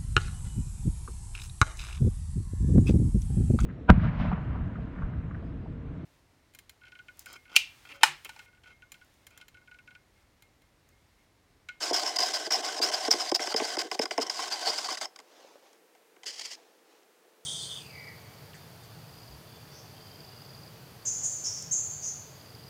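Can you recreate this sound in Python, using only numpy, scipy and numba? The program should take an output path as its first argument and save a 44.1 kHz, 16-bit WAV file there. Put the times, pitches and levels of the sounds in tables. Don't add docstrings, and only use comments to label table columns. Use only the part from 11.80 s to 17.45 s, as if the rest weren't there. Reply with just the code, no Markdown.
import sys
import numpy as np
from scipy import signal
from scipy.fft import rfft, irfft
from scipy.io import wavfile
from scipy.ndimage import uniform_filter1d
from numba import njit

SR = 44100
rng = np.random.default_rng(int(sys.argv[2]) if len(sys.argv) > 2 else 0)


def file_out(sig):
    cols = np.atleast_2d(sig).T
    lim = np.clip(cols, -1, 1)
    pcm = np.round(lim * 32767).astype(np.int16)
    wavfile.write(sys.argv[1], SR, pcm)


N = 249165
TIME = np.arange(N) / SR
EDGE_S = 0.004


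# (frequency [Hz], width [Hz], relative level [dB])
BOTTOM_MODES = [(213, 50, -15.5), (317.7, 39, -1), (383, 15, 3), (458.6, 27, 4), (560, 22, -18.5)]
# (frequency [Hz], relative level [dB per Hz])
GRIT_SPECTRUM = [(400, -16), (900, -2), (2500, -2.5), (3600, 3), (4300, 3.5), (6000, 5), (7200, 2),
                 (8500, -3), (10500, -13), (13200, -18), (16000, -24.5)]


def stirring(stick, grit, side, base, judder_db=1.63, judder_hz=170, bend=0.031,
             sheen_db=3.0, sheen_growth=1.87):
    judder = unit(undb(judder_db * walk(judder_hz)))
    tip = judder * friction(slips_per_s=1500, spread_db=-0.5, smooth=0.37)
    edge = judder * friction(slips_per_s=2400, spread_db=1.5, smooth=0.58)
    tone = wood(tip, TIME, bend * walk(40)) * stick
    rasp = unit(colour(edge, GRIT_SPECTRUM)) * grit
    top = cut(ring(tip, [(13230, 2240, 0)]), 12000, "high", order=4)
    sheen = unit(top) * undb(sheen_db) * np.sqrt(stick * grit) ** sheen_growth
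    paper = wall(tip * side) / np.std(wall(tip))
    rumble = ring(edge * base, BOTTOM_MODES) / np.std(ring(edge, BOTTOM_MODES))
    return tone + rasp + sheen + paper + cut(rumble, 800, "low")


def drive(ring_db=-2, grit_db=-15, grit_growth=0.76, wall_db=-22, wall_growth=0.56):
    grit, side, base = sliding()
    bite = biting()
    stick = np.hypot(bite, undb(ring_db) * grit)
    bitten_grit = np.hypot(grit, undb(grit_db) * bite ** grit_growth)
    bitten_side = np.hypot(side, undb(wall_db) * bite ** wall_growth)
    return stick, bitten_grit, bitten_side, base


# (start [s], length [s], grit level [dB], wall level [dB], bottom level [dB])
SLIDE_CONTACTS = [(0.005, 0.11, -38, -39.5, -46), (0.13, 0.11, -37, -39, -44),
                  (0.243, 0.13, -42, -39, -49.5), (0.385, 0.14, -36.5, -37, -44),
                  (0.53, 0.15, -42, -39.5, -48), (0.706, 0.11, -38.5, -37.5, -41.5),
                  (0.824, 0.17, -40.5, -37.5, -48), (1.014, 0.092, -35.5, -34, -39.5),
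                  (1.115, .17, -39, -37, -48), (1.305, 0.17, -39, -40, -46.5),
                  (1.551, 0.014, -31.5, -45.5, -39), (1.6, 0.13, -40, -40, -51),
                  (1.762, 0.1, -39.5, -36.5, -43), (1.872, 0.086, -40, -37.5, -48),
                  (1.986, 0.037, -35.5, -35, -40), (2.031, 0.046, -49.5, -44, -43),
                  (2.121, 0.036, -44, -47, -45), (2.212, 0.031, -40, -40, -39.5),
                  (2.311, 0.028, -42.5, -51, -47.5), (2.345, .033, -57, -51, -56),
                  (2.4, .034, -43.5, -38.5, -41), (2.437, 0.054, -55, -45.5, -44),
                  (2.497, 0.081, -42, -45, -56), (2.583, 0.11, -39, -40.5, -47),
                  (2.702, 0.16, -41.5, -40.5, -51.5), (2.858, 0.068, -39.5, -38, -41),
                  (2.926, 0.15, -39.5, -43, -50), (3.082, 0.076, -39, -39, -51),
                  (3.174, 0.015, -42, -55, -54), (3.211, 0.04, -39.5, -41, -51.5)]


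def sliding(sag_db=2):
    starts, lengths, *parts = np.transpose(SLIDE_CONTACTS)
    gains = []
    for levels in parts:
        contacts = [press(*row, fade_db=sag_db) for row in zip(starts, lengths, levels)]
        gains.append(soften(sum(contacts), EDGE_S))
    return gains


# (start [s], rise [s], length [s], level before fading [dB])
BITE_CONTACTS = [(0.02, 0.01, 0.027, -28), (0.09, 0.012, 0.02, -33), (0.132, 0.0032, 0.066, -25),
                 (0.19, .005, 0.053, -36), (0.25, 0.016, 0.058, -29.5), (0.359, 0.0027, 0.011, -22),
                 (0.384, 0.0045, 0.012, -22.5), (0.402, 0.0029, 0.081, -26), (0.534, .003, 0.042, -27),
                 (0.645, 0.024, 0.025, -35), (0.705, 0.0027, 0.02, -27.5), (0.719, 0.0018, 0.05, -23.5),
                 (0.838, 0.011, 0.046, -32), (0.96, 0.024, 0.037, -34.5), (1.017, 0.0041, 0.049, -23),
                 (1.13, 0.012, .026, -26), (1.245, 0.0078, 0.027, -31.5), (1.307, 0.0046, 0.026, -18),
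                 (1.395, .015, 0.034, -30), (1.45, 0.05, 0.051, -32.5), (1.544, 0.0025, 0.021, -21),
                 (1.612, 0.016, 0.034, -32), (1.69, 0.017, 0.043, -37.5), (1.762, 0.0024, 0.028, -24),
                 (1.835, 0.013, 0.037, -32.5), (1.983, 0.0074, 0.038, -28), (2.138, 0.01, 0.015, -39),
                 (2.213, .004, 0.022, -29), (2.33, 0.012, .014, -41.5), (2.41, 0.0067, .026, -25.5),
                 (2.464, 0.0026, 0.013, -36.5), (2.497, 0.0018, 0.0099, -29), (2.535, 0.042, 0.12, -37.5),
                 (2.712, 0.013, 0.04, -30.5), (2.81, 0.097, 0.11, -29.5), (2.975, .012, 0.019, -30.5),
                 (3.03, 0.023, 0.047, -33.5), (3.09, 0.03, 0.061, -34), (3.252, .005, 0.0061, -29.5)]


def biting(fade_db=8):
    return swells(BITE_CONTACTS, fade_db, EDGE_S)


# (time [s], ring frequency [Hz])
GRIP_RING = [(0, 5050), (0.7, 5120), (1.3, 5150), (1.8, 4940), (2.4, 5100), (2.6, 5000), (2.8, 4700),
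             (2.95, 4870), (3.3, 4840)]


def wood(force, times, bend=0, width_hz=665.0):
    centre = np.interp(times, *np.transpose(GRIP_RING)) * np.exp(np.clip(bend, -0.15, 0.15))
    once = sweep(force, centre, width_hz)
    return unit(sweep(once, centre, width_hz))


# (frequency [Hz], width [Hz], relative level [dB])
WALL_MODES = [(610, 25.7, 2.5), (705, 34.3, 4), (763.3, 39, 4), (1045, 80, -3.5), (1117, 67, -8),
              (1541, 82, -4), (2050, 165, -8), (3100, 240, -5.5)]


def wall(force):
    return cut(cut(ring(force, WALL_MODES), 260, "high"), 2800, "low")


def friction(slips_per_s, spread_db, smooth):
    sizes = undb(spread_db * np.clip(rng.standard_normal(N), -2, 2))
    slips = (rng.random(N) < slips_per_s / SR) * rng.choice([-1, 1], N) * sizes
    return echo(unit(slips) + smooth * rng.standard_normal(N))


def echo(force, depth=0.33, lag_s=0.00085, wander=0.3):
    lag = lag_s * np.exp(wander * np.clip(walk(14), -2, 2))
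    reflection = np.interp(np.arange(N) - np.round(lag * SR), np.arange(N), force)
    return unit(force + depth * reflection)


# (time [s], bottom level [dB], wall level [dB], stick level [dB], centre of the thump [Hz])
KNOCK_EVENTS = [(0.105, -24, -52, -46, 665), (0.119, -28, -48, -64, 620), (0.232, -34, -52, -37, 800),
                (0.404, -34.5, -52, -31, 730), (0.666, -32, -59, -58, 605), (0.706, -47, -36.5, -30.5, 716),
                (0.995, -29, -56, -58, 616), (1.102, -37, -58, -53, 735), (1.277, -24, -38, -39.5, 460),
                (1.335, -30.5, -34.5, -32, 417), (1.349, -36, -46, -50, 320), (1.515, -21, -36.5, -31, 493),
                (1.593, -34.5, -35, -49, 462), (1.671, -36.5, -36.5, -35, 576),
                (1.74, -24, -33.5, -35, 480), (1.797, -27.5, -33, -46, 820), (1.813, -27.5, -44, -55, 317),
                (1.968, -29.5, -37.5, -35, 480), (2.113, -36, -32.5, -33.5, 604),
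                (2.191, -21.5, -33, -29.5, 450), (2.254, -43, -37, -33, 557), (2.308, -35, -32, -38.5, 835),
                (2.377, -21.5, -34.5, -32, 790), (2.387, -27, -38.5, -52, 400),
                (2.496, -55, -37.5, -33, 770), (2.637, -53, -39.5, -39, 700),
                (2.873, -33.5, -36.5, -31, 780), (2.931, -55, -38.5, -39, 700), (2.984, -66, -40, -32, 780),
                (3.109, -39.5, -40, -41, 485), (3.171, -62, -41, -44, 770), (3.205, -60, -56, -49, 700),
                (3.211, -46, -38, -38, 598), (3.359, -64.5, -53, -49, 807), (3.388, -54.5, -51, -51.5, 585),
                (3.399, -60, -54.5, -55, 590), (3.929, -68, -73, -62, 856), (4.149, -66, -63.5, -71, 697),
                (4.363, -57.5, -60.5, -77.5, 466), (4.432, -60, -49, -52, 774), (4.44, -70, -63, -54, 497),
                (5.23, -66, -74, -69, 466), (5.447, -63, -75.5, -81, 409)]
# (frequency [Hz], width [Hz], relative level [dB])
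THUMP_MODES = [(130.6, 200, -16.5), (264, 96, -3), (361, 50, -0.5), (449, 27, 2.5), (654, 100, 1),
               (795, 138, 1.5), (1052, 60, 7)]


def knocks(thump_db=0, wall_db=2, stick_db=2, grit=0.38, crack=0.43, crunch_s=0.0012, push_s=0.00047,
           lag_s=0.00364, recoil=0.62, recoil_s=0.0043, width_hz=530.0):
    out, t = np.zeros(N), TIME[:SR // 8]
    burst = (t / crunch_s) ** 2 * np.exp(-t / crunch_s)
    grains = rng.standard_normal((len(KNOCK_EVENTS), len(t)))
    for (s, low, mid, high, hz), grain in zip(KNOCK_EVENTS, grains):
        crunch = grain * burst
        push = np.exp(-((t - lag_s) / push_s) ** 2)
        back_s = lag_s + recoil_s * (1 + 0.3 * grain[0])
        back = np.exp(-((t - back_s) / push_s) ** 2)
        blow = sweep(recoil * back - push, np.full(len(t), float(hz)), width_hz)
        add(out, s, strongest(ring(blow, THUMP_MODES), low + thump_db))
        snap = unit(wall(crunch)) + crack * unit(cut(crunch, 2300, "low"))
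        add(out, s, strongest(cut(snap, 1080, "high"), mid + wall_db))
        firm = np.clip((high + 55) / 20, 0, 1)
        tick = firm * wood(crunch, s + t) + grit * unit(colour(crunch, GRIT_SPECTRUM))
        add(out, s, strongest(tick, high + stick_db))
    return out


def smear(level_db=-57, grit=1.0, swell_db=2):
    swell = undb(swell_db * np.clip(walk(61), -2, 2))
    force = friction(slips_per_s=1200, spread_db=7, smooth=0.67) * swell
    start, length, *_ = SLIDE_CONTACTS[-1]
    sound = unit(unit(wall(force)) + grit * unit(colour(force, GRIT_SPECTRUM)))
    return sound * undb(level_db) * (TIME < start + length)


def crackle(shear, gain_db=-10.0, per_s=420, spread_db=5, cycles=5, low_hz=700, high_hz=11000, tilt_db=-2):
    out, t = np.zeros(N), TIME[:SR // 50]
    for when, pitch, size in rng.random((int(per_s * N / SR), 3)):
        hz = low_hz * (high_hz / low_hz) ** pitch
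        db = spread_db * min(-np.log(1 - size), 3) + tilt_db * np.log2(hz / low_hz)
        pop = np.sin(2 * np.pi * hz * t) * np.exp(-hz * t / cycles)
        add(out, when * N / SR, undb(db) * pop)
    return unit(out) * shear * undb(gain_db)


# (time [s], level before gain_db [dB], starting pitch [Hz])
PLOP_EVENTS = [(2.593, -27, 1007), (3.088, -27.5, 1106), (3.647, -44, 520), (3.722, -57.5, 510),
               (3.756, -44, 535), (3.825, -51.5, 480)]


def plops(gain_db=-3, decay_s=0.0059, phase_rise_per_s=4, wet=0.34):
    out, t = np.zeros(N), TIME[:SR // 20]
    grains = rng.standard_normal((len(PLOP_EVENTS), len(t)))
    for (s, db, hz), grain in zip(PLOP_EVENTS, grains):
        bubble = np.sin(2 * np.pi * hz * t * (1 + phase_rise_per_s * t))
        squelch = unit(ring(grain, [(hz, hz / 2, 0)]))
        add(out, s, strongest((bubble + wet * squelch) * np.exp(-t / decay_s), db + gain_db))
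    return out


# (frequency [Hz], relative level [dB per Hz])
RIM_SPECTRUM = [(200, -23.5), (450, -10.5), (900, -14.5), (1370, -19.5), (2020, -6.5), (2500, -10.5),
                (3130, -5), (3690, -13), (4950, 0.5), (5800, -6.5), (7000, -9), (11700, -29.5),
                (14100, -31), (16000, -38)]
# (start [s], rise [s], length [s], level before fading [dB])
RIM_CATCHES = [(4.457, 0.0091, 0.033, -37.5), (4.484, 0.012, 0.035, -38.5), (4.593, 0.0036, 0.0069, -33.5),
               (4.608, 0.0074, 0.02, -33.5), (4.64, .017, 0.029, -37), (4.7, 0.02, 0.052, -40)]


def wiping(start_s=4.457, length_s=0.299, level_db=-45.5, catch_fade_db=8, judder_db=2, edge_s=0.0047):
    judder = unit(undb(judder_db * walk(110)))
    force = judder * friction(slips_per_s=2400, spread_db=3.5, smooth=1.0)
    draw = soften(press(start_s, length_s, level_db), edge_s)
    catches = swells(RIM_CATCHES, catch_fade_db, edge_s)
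    return unit(colour(force, RIM_SPECTRUM)) * np.hypot(draw, catches)


# (frequency [Hz], relative level [dB per Hz])
SKIN_SPECTRUM = [(150, -32), (300, -1.5), (480, -1), (800, 1), (1300, -12.5), (2800, -13), (4000, -12.5),
                 (6500, -15), (9000, -31.5), (16000, -45)]
# (start [s], rise [s], length [s], level before fading [dB])
FINGER_SHIFTS = [(3.39, 0.23, .43, -55.5), (3.83, .01, 0.15, -59.5), (4.76, 0.0067, 0.25, -60.5),
                 (4.98, 0.17, 0.27, -63.5)]


def fingers(fade_db=11, edge_s=0.04):
    force = friction(slips_per_s=1500, spread_db=1.0, smooth=0.78)
    return unit(colour(force, SKIN_SPECTRUM)) * swells(FINGER_SHIFTS, fade_db, edge_s)


def room(x, near_db=-17, near_t60_s=0.14, far_db=-23, far_t60_s=0.95, dull_hz=1800):
    t = TIME[:SR // 2]
    near, far = (rng.standard_normal(len(t)) * undb(-60 * t / t60) * (t > 0.003)
                 for t60 in (near_t60_s, far_t60_s))
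    near_tail = undb(near_db) * near / np.linalg.norm(near)
    far_tail = undb(far_db) * cut(far / np.linalg.norm(far), dull_hz, "low", order=1)
    return x + signal.fftconvolve(x, near_tail + far_tail)[:N]


# (frequency [Hz], relative level [dB per Hz])
AIR_SPECTRUM = [(35, -40.5), (60, -32), (139, -33), (172, -16.5), (301, -10), (330, -3), (371, -8),
                (458, 1.5), (553, -7.5), (715, -9), (1010, -13), (1780, -14.5), (2520, -17), (3340, -20),
                (16000, -27)]


def room_air(level_db=-63):
    return unit(colour(rng.standard_normal(N), AIR_SPECTRUM)) * undb(level_db)


def press(start, length, db, rise=0, fade_db=0):
    gain, t = np.zeros(N), np.arange(int(length * SR)) / SR
    spent = np.maximum(t - rise, 0) / max(length - rise, EDGE_S)
    add(gain, start, np.minimum(t / max(rise, 1 / SR), 1) * undb(db - fade_db * spent))
    return gain


def soften(gain, edge_s, release=0.15, release_s=0.0014):
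    size = max(int(edge_s * SR), 1)
    gain = np.convolve(gain, np.ones(size) / size, "same")
    keep = np.exp(-1 / (release_s * SR))
    clinging = signal.lfilter([1 - keep], [1, -keep], gain)
    return gain + release * (clinging - gain)


def swells(rows, fade_db, edge_s):
    return soften(sum(press(s, length, db, rise, fade_db) for s, rise, length, db in rows), edge_s)


def ring(x, modes):
    out = 0
    for k, (hz, width, db) in enumerate(modes):
        mode = signal.lfilter(*signal.iirpeak(hz, hz / width, fs=SR), x)
        out = out + (-1) ** k * undb(db) * mode
    return out


@njit
def sweep(x, hz, width):
    y, band, low = np.empty(len(x)), 0., 0.
    for i in range(len(x)):
        g, k = np.tan(np.pi * hz[i] / SR), width / hz[i]
        v = (band + g * (x[i] - low)) / (1 + g * (g + k))
        band, low, y[i] = 2 * v - band, low + 2 * g * v, k * v
    return y


def colour(x, points, size=2048):
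    hz, db = np.transpose(points)
    bins = np.log(np.fft.rfftfreq(size, 1 / SR) + 1)
    log_gain = np.log(undb(np.interp(bins, np.log(hz), db)))
    cepstrum = irfft(log_gain)
    cepstrum[1:size // 2] *= 2
    cepstrum[size // 2 + 1:] = 0
    return signal.fftconvolve(x, irfft(np.exp(rfft(cepstrum))))[:len(x)]


def cut(x, hz, kind, order=2):
    return signal.sosfilt(signal.butter(order, hz, kind, fs=SR, output="sos"), x)


def walk(hz):
    knots = rng.standard_normal(N // 10)
    return unit(np.interp(TIME * hz, np.arange(len(knots)), knots))


def strongest(x, db, size=256):
    return x * undb(db) / np.sqrt(uniform_filter1d(x ** 2, size).max())


def add(track, s, sound):
    i = int(s * SR)
    track[i:i + len(sound)] += sound[:N - i]


def unit(x):
    return x / np.sqrt(np.mean(x ** 2))


def undb(db):
    return 10 ** (np.asarray(db) / 20)


def scene():
    stick, grit, side, base = drive()
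    paint = smear() + crackle(np.sqrt(stick * side)) + plops()
    contacts = stirring(stick, grit, side, base) + knocks() + wiping() + fingers()
    sources = cut(contacts + paint, 268, "high")
    return (room(sources) + room_air())[None]


def record(dry, top_hz=15900):
    return signal.sosfilt(signal.ellip(10, 0.2, 70, top_hz, fs=SR, output="sos"), dry)


dry = scene()
out = record(dry)
file_out(out)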